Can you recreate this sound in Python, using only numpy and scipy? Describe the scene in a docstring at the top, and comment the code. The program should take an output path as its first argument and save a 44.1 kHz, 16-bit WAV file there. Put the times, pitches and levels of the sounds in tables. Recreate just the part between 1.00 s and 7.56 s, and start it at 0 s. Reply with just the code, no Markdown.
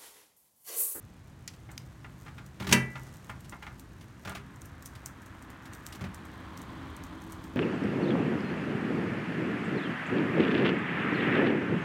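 """Beach cart on a concrete path

A metal hitch cart carrying a cooler is pulled past towards the beach. Rough concrete makes its tyres
roar and the hollow cooler drone; sand hisses and grit cracks under the wheels, which jolt through the
slab joints. The hitch clanks once, loudly, ringing the frame, and loose fittings knock. Bare feet
scuff alongside, and surf and a light wind rumble behind it all."""
import sys
import numpy as np
from scipy import signal
from scipy.fft import rfft, irfft, next_fast_len
from scipy.io import wavfile
from scipy.ndimage import map_coordinates

SR = 44100
rng = np.random.default_rng(int(sys.argv[2]) if len(sys.argv) > 2 else 0)


def wav_out(sig):
    """Save sig, one row per channel (or a flat mono array), as 16-bit PCM at SR to the path in sys.argv[1]."""
    wavfile.write(sys.argv[1], SR, np.round(np.clip(np.atleast_2d(sig).T, -1, 1) * 32767).astype(np.int16))


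N = 289296
TIME_S = np.arange(N) / SR

# Levels in all tables are relative; t60_s is the time to die away by 60 dB.
# ring of the loose fittings: pitch_hz, level_db, t60_s
FITTING_MODES = [(840, -1, .13), (1020, -6, .1), (1210, 0, .1), (1400, 0, .13), (1740, -3, .09),
                 (1950, -3, .08), (2120, -5, .12), (2330, -6, .08), (2820, -7, .05), (3550, -11, .045)]
# low thump of tyre and cooler: pitch_hz, level_db, t60_s
THUMP_MODES = [(72, -28, 0.52), (91.8, -2, 0.3), (132.4, -2.5, 0.33), (186.8, -0.5, 0.4), (224.7, -6.5, .2),
               (308, -8, 0.16), (393.5, -7.5, 0.23)]
# bright crack of one grain: frequency_hz, level_db, t60_s
CRACK_BANDS = [(2980, -11.5, 0.013), (4800, -3.5, 0.0029), (6000, 4.5, 0.0032), (9350, 2.5, 0.0035),
               (10500, -11, 0.0047), (11300, 2.5, 0.0022), (15400, -3, 0.0017)]


def amp(db):
    """Decibels to gain."""
    return 10 ** (np.asarray(db) / 20)


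def unit(x):
    """Scale to rms 1."""
    return x / np.sqrt(np.mean(x ** 2) + 1e-20)


def along(points, hz):
    """Interpolate (frequency_hz, value) points on a log frequency axis."""
    point_hz, values = np.transpose(points)[:2]
    return np.interp(np.log(hz + 1), np.log(point_hz + 1), values)


def wobble(rate_hz):
    """A smooth random curve through rate_hz points a second."""
    knots = rng.standard_normal(int(N * rate_hz / SR) + 4)
    return map_coordinates(knots, [TIME_S * rate_hz], mode="nearest")


def swell(at_s, width_s):
    """A smooth bump of height 1 around a moment."""
    return 1 / (1 + ((TIME_S - at_s) / width_s) ** 2)


def filtered(x, response):
    """Filter x by a gain given as a function of frequency."""
    size = next_fast_len(len(x) + SR // 8)
    return irfft(rfft(x, size) * response(np.fft.rfftfreq(size, 1 / SR)), size)[:len(x)]


def coloured(x, spectrum):
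    """Shape x with a (frequency_hz, level_db) curve, at rms 1."""
    return unit(filtered(x, lambda hz: amp(along(spectrum, hz))))


def resonate(x, peaks):
    """Play x through (pitch_hz, width_hz, level_db) resonances of alternating polarity, at rms 1."""
    def body(hz):
        return sum((-1) ** k * amp(db) * 1j * hz * width / (pitch ** 2 - hz ** 2 + 1j * hz * width)
                   for k, (pitch, width, db) in enumerate(peaks))
    return unit(filtered(x, body))


def add(track, start_s, sound):
    """Mix a sound into the track."""
    part = track[round(start_s * SR):][:len(sound)]
    part += sound[:len(part)]


def burst(bands, attack_s, tilt_db=0, stretch=1, knee_hz=16000):
    """A noise hit whose bands die at their own speeds, tilted by tilt_db per decade up to the knee."""
    size = SR // 2
    t, hz = np.arange(size) / SR, np.fft.rfftfreq(size, 1 / SR)
    centres, _, t60 = np.transpose(bands)
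    gain = unit(amp(along(bands, hz) + tilt_db * np.log10(np.clip(hz, centres[0], knee_hz))))
    shares = np.array([along(np.c_[centres, one], hz) for one in np.eye(len(bands))])
    band_noise = irfft(rfft(rng.standard_normal(size)) * gain * shares, size)
    decay = amp(-60 * t / (stretch * t60[:, None]))
    return np.sum(band_noise * decay, axis=0) * (1 - np.exp(-t / attack_s))


def ring(modes, scatter_db, attack_s, length_s, blur_hz):
    """Damped modes whose strengths scatter from blow to blow; rattling parts make their phases wander."""
    t = np.arange(int(length_s * SR)) / SR
    hz, db, t60 = np.transpose(modes)[:, :, None]
    gain = amp(db + scatter_db * rng.standard_normal(hz.shape))
    wander = np.cumsum(rng.standard_normal((len(hz), len(t))), axis=1) * np.sqrt(2 * np.pi * blur_hz / SR)
    phase = 2 * np.pi * (hz * t + rng.random(hz.shape)) + wander
    partials = gain * np.sin(phase) * amp(-60 * t / t60)
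    return partials.sum(axis=0) * (1 - np.exp(-t / attack_s))


def grains(per_s, spread_db):
    """Tiny contacts of random size at random moments, at rms 1."""
    sizes = amp(spread_db * np.clip(rng.standard_normal(N), -2, 2)) * rng.choice([-1, 1], N)
    return unit(sizes * (rng.random(N) < per_s / SR))


def shore():
    """Surf and light wind lay down a low, restless rumble that slowly freshens, with one lull."""
    # the rumble's colour: frequency_hz, level_db
    surf_spectrum = [(20, -43), (35, -9), (55, -1.5), (85, 0.5), (130, -5.5), (190, -7.5), (270, -16),
                     (450, -23.5), (1200, -28), (4000, -38.5), (15000, -71)]
    freshening_db = 0.42 * (TIME_S - N / SR / 2)
    lull_db = -2.5 * swell(at_s=4.13, width_s=0.58)
    level_db = -49 + freshening_db + lull_db + 0.91 * wobble(8.5)
    return amp(level_db) * coloured(rng.standard_normal(N), surf_spectrum)


def wall_reflections(sound):
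    """Walls and fences answer with a short, faint tail."""
    # the reflected tail: frequency_hz, level_db, t60_s
    tail_bands = [(150, -17, 0.41), (1510, -4, 0.22), (6160, -10.5, 0.21), (15000, -14, 0.26)]
    tail = burst(tail_bands, attack_s=0.013)
    return amp(-16.5) * signal.fftconvolve(sound, tail / np.linalg.norm(tail))[:N]


def feet():
    """Bare soles brush over the sandy concrete."""
    # foot scuffs: start_s, level_db
    scuffs = [(0.4982, -48), (0.534, -48), (2.4444, -45.5), (3.009, -45), (3.9513, -41), (4.6534, -41.5),
              (4.923, -35.5), (4.948, -40)]
    # rasp of a sole: frequency_hz, level_db, t60_s
    rasp_bands = [(800, 1, 0.24), (3020, 9, 0.068), (5550, 0.5, 0.11), (8300, 2, 0.067),
                  (14900, -11.5, 0.14)]
    out = np.zeros(N)
    for start_s, db in scuffs:
        add(out, start_s, amp(db - 6) * burst(rasp_bands, attack_s=0.0016))
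    return out


def tail_on(turn_at_s=5.2, ease_s=0.24):
    """0 while the cart is side-on, 1 once it has turned away."""
    return 0.5 + 0.5 * np.tanh((TIME_S - turn_at_s) / ease_s)


def sand_level_db():
    """Sand hiss fills in as the cart nears, swells in a loose patch and gains a little from behind."""
    distance_db = -2 * np.exp(-TIME_S / 0.42)
    loose_patch_db = 7 * swell(at_s=2.07, width_s=0.17)
    return -66.5 + distance_db + loose_patch_db + 2 * tail_on()


def sand_crackle():
    """Fine sand crackles in faint clumps, more so where more of it lies."""
    ticks = coloured(grains(per_s=170, spread_db=5), CRACK_BANDS)
    clumps_db = 3.5 * wobble(18)
    return amp(sand_level_db() - 9 + clumps_db) * ticks


def rolling():
    """Rough concrete peppers the tyres, bounces the cart, shakes the cooler and crunches with sand."""
    # tread roar as the cart comes round into the open: time_s, level_db
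    tread_fader = [(0, -66.5), (1.2, -60.5), (3.1, -59.5), (3.5, -54.5), (4.5, -50), (5.85, -46),
                   (6.56, -49.5)]
    # tread heard from the side: frequency_hz, level_db
    side_spectrum = [(200, -4), (450, -3), (700, 0.5), (1050, 5), (1750, 5), (2200, -2.5), (2800, -8.5),
                     (4000, -15.5), (5000, -29), (9000, -50)]
    # tread heard from behind: frequency_hz, level_db
    back_spectrum = [(200, -13), (450, -7.5), (800, -5.5), (1050, -1.5), (1600, -8.5), (2200, -12.5),
                     (2750, -19), (3200, -14.5), (4300, -21), (5000, -29), (9000, -57)]
    # wheel hubs singing along with the tread: pitch_hz, width_hz, level_db
    hub_peaks = [(1026, 53, 5), (1220, 69, -9), (1690, 180, -7), (3250, 254, -15)]
    # the cooler's hollow body: pitch_hz, width_hz, level_db
    cooler_peaks = [(172.6, 32, -1), (223, 41, -1.5), (264, 21, 2), (322.2, 24.7, 0.36), (401, 48, -5.5)]
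    # sand hissing under the tyres: frequency_hz, level_db
    sand_spectrum = [(1500, 9.5), (3500, 2.5), (5000, 2), (6300, 3.5), (9400, -1), (10500, -4), (12500, -5),
                     (15500, -11)]
    turned = tail_on()
    behind = 0.19 + 0.68 * turned  # share of the tread heard from behind
    load = wobble(17)  # the weight on the wheels keeps shifting

    side = coloured(grains(per_s=3000, spread_db=3.5), side_spectrum)
    back = coloured(grains(per_s=4000, spread_db=0.5), back_spectrum)
    hubs = amp(-9.5) * resonate(grains(per_s=2500, spread_db=3.5), hub_peaks)
    tread = np.sqrt(1 - behind) * side + np.sqrt(behind) * (back + hubs)
    tread_db = np.interp(TIME_S, *np.transpose(tread_fader)) - 3.5 + 0.38 * load

    shaking = grains(per_s=650, spread_db=1)
    drone = resonate(resonate(shaking, cooler_peaks), cooler_peaks)  # twice, for steep flanks
    drone_db = -64.5 + 2 * TIME_S + 4 * turned + 1.1 * load

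    bounce = resonate(grains(per_s=1700, spread_db=6.5), [(127.3, 11.5, 0)])
    bounce *= np.sqrt(swell(at_s=1.6, width_s=1.1))  # the tyres boom most around the hitch's blow

    crunch = rng.standard_normal(N) + amp(-4) * grains(per_s=450, spread_db=7)
    sand = amp(sand_level_db() + 0.3 * load) * coloured(crunch, sand_spectrum)
    return amp(tread_db) * tread + amp(drone_db) * drone + amp(-51) * bounce + sand


def grit():
    """Single grains begin to give under the tyres, crack, and scatter their crumbs."""
    # the largest grains bursting: time_s, level_db, tilt_db_per_decade
    big_grains = [(1.463, -42.5, 14), (2.4062, -42, 0), (2.4952, -36.5, 8), (2.7957, -37.5, 9),
                  (3.2953, -33, 13), (3.6177, -40.5, -5), (3.6572, -39.5, 9), (3.8243, -40, -1),
                  (3.8584, -29, 6), (4.0598, -28.5, 8), (4.2194, -44, 5), (4.261, -40, 9), (4.424, -41, 3),
                  (4.502, -40.5, -7), (4.734, -36.5, -12), (4.8646, -28.5, 0), (5.1447, -35, 9),
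                  (5.5747, -36.5, 0), (5.617, -37.5, 2), (5.9656, -42, 6), (6.0372, -38, -2),
                  (6.322, -34.5, 4), (6.44, -40.5, -6)]
    give_s, crumble_s = 0.021, 0.11  # the crumbs rise and fall by 60 dB in these times
    small_per_s = 2.5
    crumbs = rng.standard_normal(N) + grains(per_s=1200, spread_db=6)
    draws = rng.random((round(small_per_s * N / SR), 2))
    small_grains = [(when * N / SR, -53.5 + 14 * size, 4) for when, size in draws]
    cracks, crumbling = np.zeros(N), np.zeros(N)
    for time_s, db, tilt_db in list(big_grains) + small_grains:
        add(cracks, time_s + 0.00087, amp(db + 4) * burst(CRACK_BANDS, attack_s=0.0001, tilt_db=tilt_db))
        near = abs(TIME_S - time_s) < 0.15
        since_s = TIME_S[near] - time_s
        fade_db = -60 * np.maximum(since_s / crumble_s, -since_s / give_s)
        crumbling[near] += amp(db - 18.5 + fade_db)
    return cracks + crumbling * coloured(crumbs, CRACK_BANDS)


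def snaps():
    """Stiff parts of the cart snap as the load shifts."""
    # sharp snaps: start_s, level_db, decay_factor
    hits = [(0.4767, -33, 1), (.485, -47, 0.54), (0.7782, -28.5, 0.25)]
    # colour of a snap: frequency_hz, level_db, t60_s
    snap_bands = [(605, -23, 0.045), (1930, 6.5, 0.036), (3280, -4.5, 0.072), (5300, 6, 0.05),
                  (8500, 2, 0.017), (10500, -6, 0.039), (15500, -15, 0.038)]
    out = np.zeros(N)
    for start_s, db, stretch in hits:
        add(out, start_s, amp(db) * burst(snap_bands, attack_s=0.00029, stretch=stretch))
    return out


def fittings():
    """Loose parts knock with a dull clack and a short, damped ring."""
    # knocks in the frame: start_s, level_db, tilt_db_per_decade
    knocks = [(0.69, -39.5, -14), (1.044, -38.5, -4), (1.262, -39, 5), (1.280, -41.5, 8), (1.380, -38, 10),
              (1.955, -31, 0), (2.294, -31.5, -1), (2.523, -33.5, -7), (2.624, -34, 4), (2.665, -34, 4)]
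    # dull clack of a knock: frequency_hz, level_db, t60_s
    clack_bands = [(484, -6, 0.081), (885, -3.5, 0.25), (2020, -1, 0.12), (3320, -9.5, 0.085),
                   (4300, -18.5, 0.13), (6200, -22, 0.11), (12000, -37, 0.097)]
    out = np.zeros(N)
    for start_s, db, tilt_db in knocks:
        metal = ring(FITTING_MODES, scatter_db=2, attack_s=0.001, length_s=0.25, blur_hz=8)
        add(out, start_s, amp(db - 13) * metal)
        add(out, start_s, amp(db - 8) * burst(clack_bands, attack_s=0.00093, tilt_db=tilt_db))
    return out


def slab_joints():
    """Each jolt bounces the load; every contact clatters, thumps tyre and cooler and rings the fittings."""
    # a wheel drops into a joint or climbs out:
    # start_s, clatter_db, tilt_db_per_decade, thump_db, loss_per_rebound_db (negative builds up)
    jolts = [(1.599, -35, 2.5, -30, 2.5), (1.668, -32, 10, -26.5, -2), (3.249, -37.5, 2, -38, 12),
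             (3.273, -34, -1, -36.5, 4), (3.349, -36, 7, -37, 11.5), (5.0082, -39.5, 2, -30, 19),
             (5.039, -37.5, -1.5, -37, 15)]
    # clatter of the load: frequency_hz, level_db, t60_s
    clatter_bands = [(250, -17, 0.07), (400, 0.5, 0.052), (600, 4.5, 0.1), (900, 8.5, 0.046),
                     (1400, -1.5, 0.21), (2200, -2.5, 0.15), (4180, -5.5, 0.063), (6560, -13.5, 0.092),
                     (8460, -19, 0.12), (15500, -22, 0.07)]
    contacts, rebound_s = 3, 0.022
    out = np.zeros(N)
    for start_s, clatter_db, tilt_db, thump_db, loss_db in jolts:
        for k in range(contacts):
            contact_s, force = start_s + k * rebound_s, amp(-k * loss_db)
            clatter = burst(clatter_bands, attack_s=0.002, tilt_db=tilt_db, knee_hz=5500)
            thump = ring(THUMP_MODES, scatter_db=0, attack_s=0.0058, length_s=0.5, blur_hz=7.8)
            metal = ring(FITTING_MODES, scatter_db=0, attack_s=0.0016, length_s=0.25, blur_hz=2.4)
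            add(out, contact_s, force * amp(clatter_db) * clatter)
            add(out, contact_s, force * amp(thump_db - 5) * thump)
            add(out, contact_s, force * amp(clatter_db - 12) * metal)
    return out


def hitch():
    """The hitch touches, thumping the cooler, then slams and chatters, leaving the frame ringing."""
    # first touch, main slam and rebounds: start_s, level_db
    blows = [(1.712, -31), (1.7247, -10.5), (1.727, -13), (1.728, -19), (1.797, -47)]
    # dense crash of a blow: frequency_hz, level_db, t60_s
    crash_bands = [(70, -20, 0.67), (199, 6, 0.14), (410, -9.5, 0.47), (650, -20, 0.46), (1510, -11, 0.29),
                   (2880, 0.5, 0.065), (4100, -0.5, 0.04), (6300, -4, 0.062), (9050, -9.5, 0.076),
                   (10800, -16, 0.092), (15500, -23, 0.11)]
    # ring of the metal frame: pitch_hz, level_db, t60_s
    frame_modes = [(129, -26.5, .68), (189, -24, .3), (226, -24.5, .36), (324, -39, .33), (396, -34, .42),
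                   (596, -32, .3), (967, -24, .18), (1346, -46, .4), (1593, -28, .26), (1643, -31.5, .6),
                   (1707, -42, .5), (1768, -30, .26), (1976, -27, .56), (2105, -45, .8), (2281, -35, .27),
                   (2324, -33, .37), (2697, -30, .36), (2821, -29, .13), (3083, -28, .17), (3876, -32, .13),
                   (4495, -33, .15), (5141, -37, .17), (5491, -36, .15), (5776, -32, .16), (6500, -34, .11),
                   (8317, -34, .1), (9168, -29, .11), (9770, -39, .25), (12320, -49, .27)]
    touch_s, slam_s = blows[0][0], blows[1][0]
    out = np.zeros(N)
    for start_s, db in blows:
        add(out, start_s, amp(db - 4) * burst(crash_bands, attack_s=0.000078))
    thump = ring(THUMP_MODES, scatter_db=2.5, attack_s=0.0065, length_s=0.5, blur_hz=3.7)
    add(out, touch_s, amp(-29) * thump)
    add(out, slam_s, ring(frame_modes, scatter_db=0.5, attack_s=0.001, length_s=1, blur_hz=0.8))
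    return out


def scene():
    """Impacts and their faint reflections over the rolling cart and the shore, in mono."""
    impacts = hitch() + fittings() + slab_joints() + grit() + sand_crackle() + snaps() + feet()
    return (impacts + wall_reflections(impacts) + rolling() + shore())[None]


def record(dry):
    """A small microphone loses the deepest bass, and the very top is cut off."""
    low_cut_hz, top_hz = 45, 16100
    thin = signal.sosfilt(signal.butter(2, low_cut_hz, "highpass", fs=SR, output="sos"), dry)
    return np.array([filtered(channel, lambda hz: hz < top_hz) for channel in thin])


dry = scene()
out = record(dry)
wav_out(out)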